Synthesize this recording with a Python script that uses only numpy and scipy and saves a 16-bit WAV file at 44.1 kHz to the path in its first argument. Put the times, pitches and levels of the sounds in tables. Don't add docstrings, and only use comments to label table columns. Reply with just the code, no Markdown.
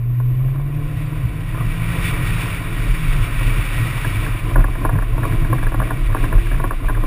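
import sys
import numpy as np
from scipy import signal
from scipy.fft import rfft, irfft, next_fast_len
from scipy.io import wavfile
from scipy.ndimage import uniform_filter1d, minimum_filter1d

SR = 44100
rng = np.random.default_rng(int(sys.argv[2]) if len(sys.argv) > 2 else 0)


def persist_wave(psi):
    counts = np.round(np.clip(psi, -1, 1) * 32767).astype(np.int16)
    wavfile.write(sys.argv[1], SR, np.atleast_2d(counts).T)


N = 311346
TIME = np.arange(N) / SR

# t/s, firing f/Hz, level/dB
EXHAUST_NOTE = [(0.0, 119.5, -20), (0.26, 123.3, -15.5), (0.5, 132, -16), (0.6, 139.2, -23),
                (0.76, 146.4, -22.5), (1.21, 151.2, -29), (1.6, 162.6, -31), (1.93, 169, -27.5),
                (2.85, 166, -35.5), (3.05, 157.2, -24.5), (3.2, 137.6, -33)]
# multiple of the firing rate, level/dB
OVERTONES = [(2, 2.5), (2.5, -10), (3, 1), (3.5, -6), (4, -9.5), (5, -16), (6, -24)]
# t/s, level/dB
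DRONE_LEVEL = [(0, -40.5), (0.7, -40.5), (2.0, -45.5), (4.3, -60), (5.0, -38), (5.35, -35.5), (5.9, -43),
               (6.35, -30), (6.7, -46)]
# f/Hz, width/Hz, level/dB
PIPE_RESONANCES = [(323.6, 36, -1.5), (424, 59, -8), (525, 35, -3.5), (715, 50, 4.5)]
# t/s, level/dB, brightness/dB
HARD_KNOCKS = [(0.199, -24.5, -18.5), (0.482, -29, -8), (0.557, -29, -15), (0.595, -28.5, -18),
               (1.543, -22, -12), (1.573, -23, -14), (3.408, -20, -14), (3.973, -20.5, -11),
               (4.047, -13.5, -6), (4.263, -18, -8.5), (4.557, -3.5, -14.5), (4.641, -12, -9.5),
               (4.753, -17.5, -11), (4.848, -7.5, -15), (4.891, -11.5, -10.5), (4.954, -20, -14),
               (4.986, -15, -8.5), (5.022, -16.5, -9.5), (5.178, -18.5, -20.5), (5.232, -12.5, -8.5),
               (5.251, -19.5, -23), (5.322, -22, -7), (5.447, -18.5, -11), (5.527, -8.5, -13.5),
               (5.582, -17.5, -7), (5.627, -14.5, -9), (5.667, -14.5, -7.5), (5.718, -16, -15),
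               (5.742, -13, -14.5), (5.799, -14.5, -15.5), (5.816, -11.5, -9.5), (5.872, -20.5, -8),
               (5.906, -11, -13), (6.146, -11.5, -16.5), (6.165, -16.5, -6.5), (6.24, -13.5, -7),
               (6.326, -14, -7), (6.379, -21, -12), (6.467, -25, -2), (6.514, -21.5, -3.5),
               (6.543, -19.5, -6), (6.598, -17.5, -18), (6.639, -11.5, -13), (6.707, -10.5, -11),
               (6.885, -15, -6), (6.895, -13, -14), (6.948, -22.5, -4), (7.035, -19.5, -17)]
# f/Hz, level/dB, t60/s
BAR_MODES = [(268, -13.5, 0.077), (320, -9.5, 0.044), (433.4, -19.5, 0.13), (537, -11.5, 0.051),
             (648, -12.5, 0.065), (764, -18.5, 0.14), (916, -9.5, 0.034), (1030, -8.5, 0.057),
             (1128, -3, 0.047), (1149, -4, 0.022), (1434, -8, 0.048), (1566, -7, 0.02), (1662, 0.5, 0.019),
             (1783, -10.5, 0.019)]
# t/s, level/dB
FAN_LEVEL = [(0.0, -55.5), (0.23, -53), (0.82, -48), (0.85, -44), (1.44, -43.5), (1.98, -33.5), (2.06, -28),
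             (2.16, -35), (2.4, -31), (2.67, -37), (3.13, -34.5), (3.3, -34.5), (3.75, -33), (4.25, -35),
             (4.65, -40.5), (5.1, -43.5), (5.27, -39), (5.95, -41), (6.3, -38.5), (6.75, -43), (7.06, -43)]
# f/Hz, level/dB
FAN_COLOUR = [(200, -1), (500, -13), (850, -10.5), (1100, -4), (1400, -2.5), (1700, -6.5), (2100, -6.5),
              (2500, -2.5), (2900, -6.5), (3300, -16.5), (3750, -17), (4200, -25.5), (5500, -26.5),
              (7000, -25.5)]
# f/Hz, level/dB
BOOM_COLOUR = [(40, -27.5), (60, -5.5), (85, -20.5), (102, -0.5), (114, 4), (128, -3.5), (150, -9.5),
               (185, -24), (240, -44.5)]
# f/Hz, level/dB
TYRE_COLOUR = [(130, -26.5), (185, 1), (230, -3.5), (275, 5.5), (335, 4), (400, -10), (550, -12), (700, -5),
               (830, -24), (1050, -4), (1300, -20), (1800, -20), (3000, -40.5)]
# t/s, boom level/dB, tyre level/dB
ROAD_ROUGHNESS = [(0, -36.5, -45), (0.6, -29, -38), (1.3, -26, -38), (2.2, -23, -37), (2.7, -26, -36),
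                  (3.8, -24.5, -38), (4.4, -26, -35.5), (4.7, -26.5, -33.5), (6.3, -28.5, -36.5),
                  (6.8, -31, -35.5)]
# t/s, boom level/dB, tyre level/dB
SEAM_JOLTS = [(1.25, -16.5, -49), (1.62, -18, -35.5), (2.44, -27, -36), (3.44, -20, -37),
              (3.78, -17, -35.5), (4.05, -23, -33.5), (4.58, -13.5, -23.5), (4.95, -12.5, -35),
              (5.32, -17, -27.5), (5.43, -20.5, -34), (5.52, -15, -27.5), (5.79, -21, -32),
              (6.11, -22.5, -32.5), (6.24, -22.5, -29.5), (6.34, -34, -27)]
# t/s, level/dB
WIND_LEVEL = [(0, -29), (0.9, -23.5), (1.2, -27.5), (1.6, -21), (2.7, -21.5), (3.15, -18), (4.35, -22),
              (4.8, -19), (6.1, -18), (7.06, -20)]
# t/s, peak level/dB
WIND_GUSTS = [(3.07, -15.5), (3.19, -14), (3.42, -16.5), (4.59, -4), (4.7, -13), (4.91, -13), (5.41, -10.5),
              (5.8, -14.5), (6.38, -5), (6.56, -7.5), (6.87, -14), (7.0, -11)]
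# f/Hz, level/dB
WIND_COLOUR = [(10, -39.5), (19, -6), (26, 0), (31, -1.5), (36, 3.5), (45, -8), (54, -22.5), (65, -37),
               (90, -20), (200, -37.5), (400, -72)]
# f/Hz, width/Hz, level/dB
CASE_RESONANCES = [(410, 10, -8.5), (437.4, 15, 10.5), (551, 29, 6), (1007, 87, 3), (1909, 84, 8),
                   (2291, 110, 7.5), (3257, 42, 4.5), (3493, 90, 9.5), (3830, 120, 6), (4575, 130, 9),
                   (5480, 190, 8), (5950, 1170, -16.5)]


def exhaust(note_trim_db=2.5, cruise_db=-35.0, cruise_hz=112.65, ease_s=0.2458):
    firing_hz, note_db = automation(EXHAUST_NOTE)
    eased = np.clip((TIME - EXHAUST_NOTE[-1][0]) / ease_s, 0, 1)
    firing_hz += eased * (cruise_hz + drift(2.45) - firing_hz)
    note_db += eased * (cruise_db - note_db)
    phase = 2 * np.pi * np.cumsum(firing_hz) / SR
    note = from_db(note_trim_db + note_db + 1.4 * drift(18.4)) * np.sin(phase)
    overtones = sum(from_db(db + 4.5 * drift(7.6)) * np.sin(order * phase + rng.uniform(0, 2 * np.pi))
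                    for order, db in OVERTONES)
    drone = sum(from_db(db) * resonance(overtones, hz, width) for hz, width, db in PIPE_RESONANCES)
    return note + from_db(automation(DRONE_LEVEL)[0]) * drone


def cross_bar(knocks, tyre_gain, trim_db=-6.0, rebound_db=-7, scuff_db=-9, scuff_s=0.0032):
    times, knock_db, brightness_db = np.transpose(knocks)
    rebound_s = rng.uniform(0.00291, 0.00781, len(times))
    chatter_per_s = 45 * np.clip(tyre_gain * from_db(29.5), 0, 2) * (TIME > .5)
    chatter_hits = rng.random(N) < chatter_per_s / SR
    chatter = chatter_hits * tyre_gain * from_db(-0.5 + 2 * rng.standard_normal(N))
    fade = np.exp(-1 / (scuff_s * SR))
    clatter = np.zeros(N)
    for k, (hz, mode_db, t60) in enumerate(BAR_MODES):
        arrival = times + 0.0022 * (np.sqrt(1000 / hz) - 1)
        tilt_db = (brightness_db + 10) * np.interp(hz, [1250, 1660], [-.6, .9])
        clicks = np.zeros(N)
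        for delay, contact_db in ((0, 0), (rebound_s, rebound_db)):
            scatter_db = 1.7 * rng.uniform(-0.84, 1, len(times))
            onsets = ((arrival + delay) * SR).astype(int)
            clicks[onsets] += from_db(knock_db + tilt_db + contact_db + scatter_db)
        scuff_envelope = signal.lfilter([np.sqrt(1 - fade ** 2)], [1, -fade], clicks + 1e-18)
        scuff = from_db(scuff_db) * scuff_envelope * rng.standard_normal(N)
        clatter += from_db(mode_db) * ring((clicks + chatter) * (-1) ** k + scuff, hz, t60)
    return from_db(trim_db) * signal.sosfilt(signal.butter(6, 2000, fs=SR, output="sos"), clatter)


def light_taps(throb, patched_from_s=4.4, level_db=-24, brightness_db=-12.5):
    on_patches = (TIME > patched_from_s) * (TIME < TIME[-1] - .03)
    taps_per_s = 6 * (1 + throb) * on_patches
    times = TIME[rng.random(N) < taps_per_s / SR]
    softer, brighter = rng.uniform(-1, 1, (2, len(times)))
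    return np.column_stack([times, level_db - 0.5 * softer, brightness_db + 8 * brighter])


def fan_roar(throb, trim_db=1.5, crossover_hz=1750, settle_s=0.34):
    fan_db, = automation(FAN_LEVEL)
    air = noise(FAN_COLOUR)
    low_air = filtered(air, lambda hz: 1 / (1 + (hz / crossover_hz) ** 8))
    settled_db = uniform_filter1d(fan_db, int(settle_s * SR))
    body = from_db(settled_db + 1.17 + 0.6 * throb) * low_air
    hiss = from_db(fan_db + 0.42 * throb + 1.11 * drift(17)) * (air - low_air)
    return from_db(trim_db) * (hiss + body)


def body_boom(shake, trim_db=0.92, wobble_db=1.5):
    return shake * from_db(trim_db + wobble_db * drift(8)) * levelled(noise(BOOM_COLOUR), span_s=0.063)


def wind_buffet(trim_db=-0.63, lumpy_db=3.0):
    bed = from_db(automation(WIND_LEVEL)[0] + lumpy_db * drift(8))
    gusts = swells(*np.transpose(WIND_GUSTS), rise_s=0.048, fall_s=0.044)
    return from_db(trim_db) * np.hypot(bed, gusts) * levelled(noise(WIND_COLOUR), span_s=0.088)


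def tyre_roll(tyre_gain, trim_db=-1.0, flutter_db=2.1):
    return tyre_gain * from_db(trim_db + flutter_db * drift(25)) * noise(TYRE_COLOUR)


def wheel_throb(wheel_hz=2.92, lull_at_s=5.06, sharpness=3.4):
    lull = np.abs(np.cos(np.pi * wheel_hz * (TIME - lull_at_s))) ** sharpness
    depth = np.interp(TIME, [1.63, 4.6], [0, 1])
    return depth * (1 - 2 * lull)


def road_gains(throb, rise_s=0.024, fall_s=0.042):
    boom_db, tyre_db = automation(ROAD_ROUGHNESS)
    times, jolt_db, thump_db = np.transpose(SEAM_JOLTS)
    shake = np.hypot(from_db(boom_db + 4 * throb), swells(times, jolt_db, rise_s, fall_s))
    tyre_gain = np.hypot(from_db(tyre_db + 3.5 * throb), swells(times, thump_db, rise_s, fall_s))
    return shake, tyre_gain


def clamp_squeak(start_s=1.56, length_s=0.079, pitch_hz=1220, level_db=-33):
    slide = np.clip((TIME - start_s) / length_s, 0, 1)
    envelope = np.sqrt(4 * slide * (1 - slide)) * from_db(level_db + 3 * drift(60))
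    wavering_hz = pitch_hz + 60.3 * drift(109.6)
    return envelope * np.sin(2 * np.pi * np.cumsum(wavering_hz) / SR)


def plastic_case(x):
    for hz, width, db in CASE_RESONANCES:
        x = x + (from_db(db) - 1) * resonance(x, hz, width)
    return x


def from_db(db):
    return 10 ** (np.asarray(db) / 20)


def automation(rows):
    times, *columns = np.transpose(rows)
    return [np.interp(TIME, times, column) for column in columns]


def filtered(x, gain_at):
    size = next_fast_len(N + SR // 4)
    hz = np.arange(size // 2 + 1) * SR / size + 1e-6
    return irfft(rfft(x, size) * gain_at(hz), size)[:N]


def rms_one(x):
    return x / np.sqrt(np.mean(x ** 2) + 1e-20)


def drift(rate_hz):
    return rms_one(filtered(rng.standard_normal(N), lambda hz: 1 / (1 + (hz / rate_hz) ** 2)))


def noise(colour):
    points_hz, db = np.transpose(colour)

    def gain_at(hz):
        roll_off = np.minimum(1, points_hz[-1] / hz) ** 3
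        return from_db(np.interp(np.log(hz), np.log(points_hz), db)) * roll_off
    return rms_one(filtered(rng.standard_normal(N), gain_at))


def levelled(x, span_s):
    size = int(span_s * SR)
    return x / np.sqrt(uniform_filter1d(uniform_filter1d(x ** 2, size), size) + 1e-6)


def resonance(x, hz, width_hz):
    return signal.lfilter(*signal.iirpeak(hz, hz / width_hz, fs=SR), x)


def ring(clicks, hz, t60):
    radius, angle = from_db(-60 / (t60 * SR)), 2 * np.pi * hz / SR
    return signal.lfilter([0, np.sin(angle)], [1, -2 * radius * np.cos(angle), radius ** 2], clicks + 1e-18)


def swells(times, peaks_db, rise_s, fall_s):
    power = np.zeros(N)
    for peak_s, db in zip(times, peaks_db):
        age = TIME - peak_s
        near = np.abs(age) < .4
        width_s = np.where(age[near] < 0, rise_s, fall_s)
        power[near] += (from_db(db) * np.exp(-(age[near] / width_s) ** 2)) ** 2
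    return np.sqrt(power)


def scene():
    throb = wheel_throb()
    shake, tyre_gain = road_gains(throb)
    fan_and_tyres = plastic_case(fan_roar(throb) + tyre_roll(tyre_gain))
    wind = wind_buffet()
    engine = exhaust()
    boom = body_boom(shake)
    squeak = clamp_squeak()
    rattle = cross_bar(np.vstack([HARD_KNOCKS, light_taps(throb)]), tyre_gain)
    return (engine + rattle + fan_and_tyres + boom + wind + squeak)[None]


def record(dry, ceiling=.9, mirror_hz=12000, cutoff_hz=15150):
    x = signal.sosfilt(signal.butter(4, 19, "high", fs=SR, output="sos"), dry[0])
    limiter_gain = minimum_filter1d(ceiling / np.maximum(np.abs(x), ceiling), size=801)
    x = x * uniform_filter1d(limiter_gain, size=801)
    timing_error = from_db(5.0) * np.cos(2 * np.pi * mirror_hz * TIME)
    x = x + np.gradient(x) * timing_error
    x = signal.sosfilt(signal.butter(1, 13500, fs=SR, output="sos"), x)
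    return signal.sosfilt(signal.ellip(12, .2, 80, cutoff_hz, fs=SR, output="sos"), x)[None]


dry = scene()
out = record(dry)
persist_wave(out)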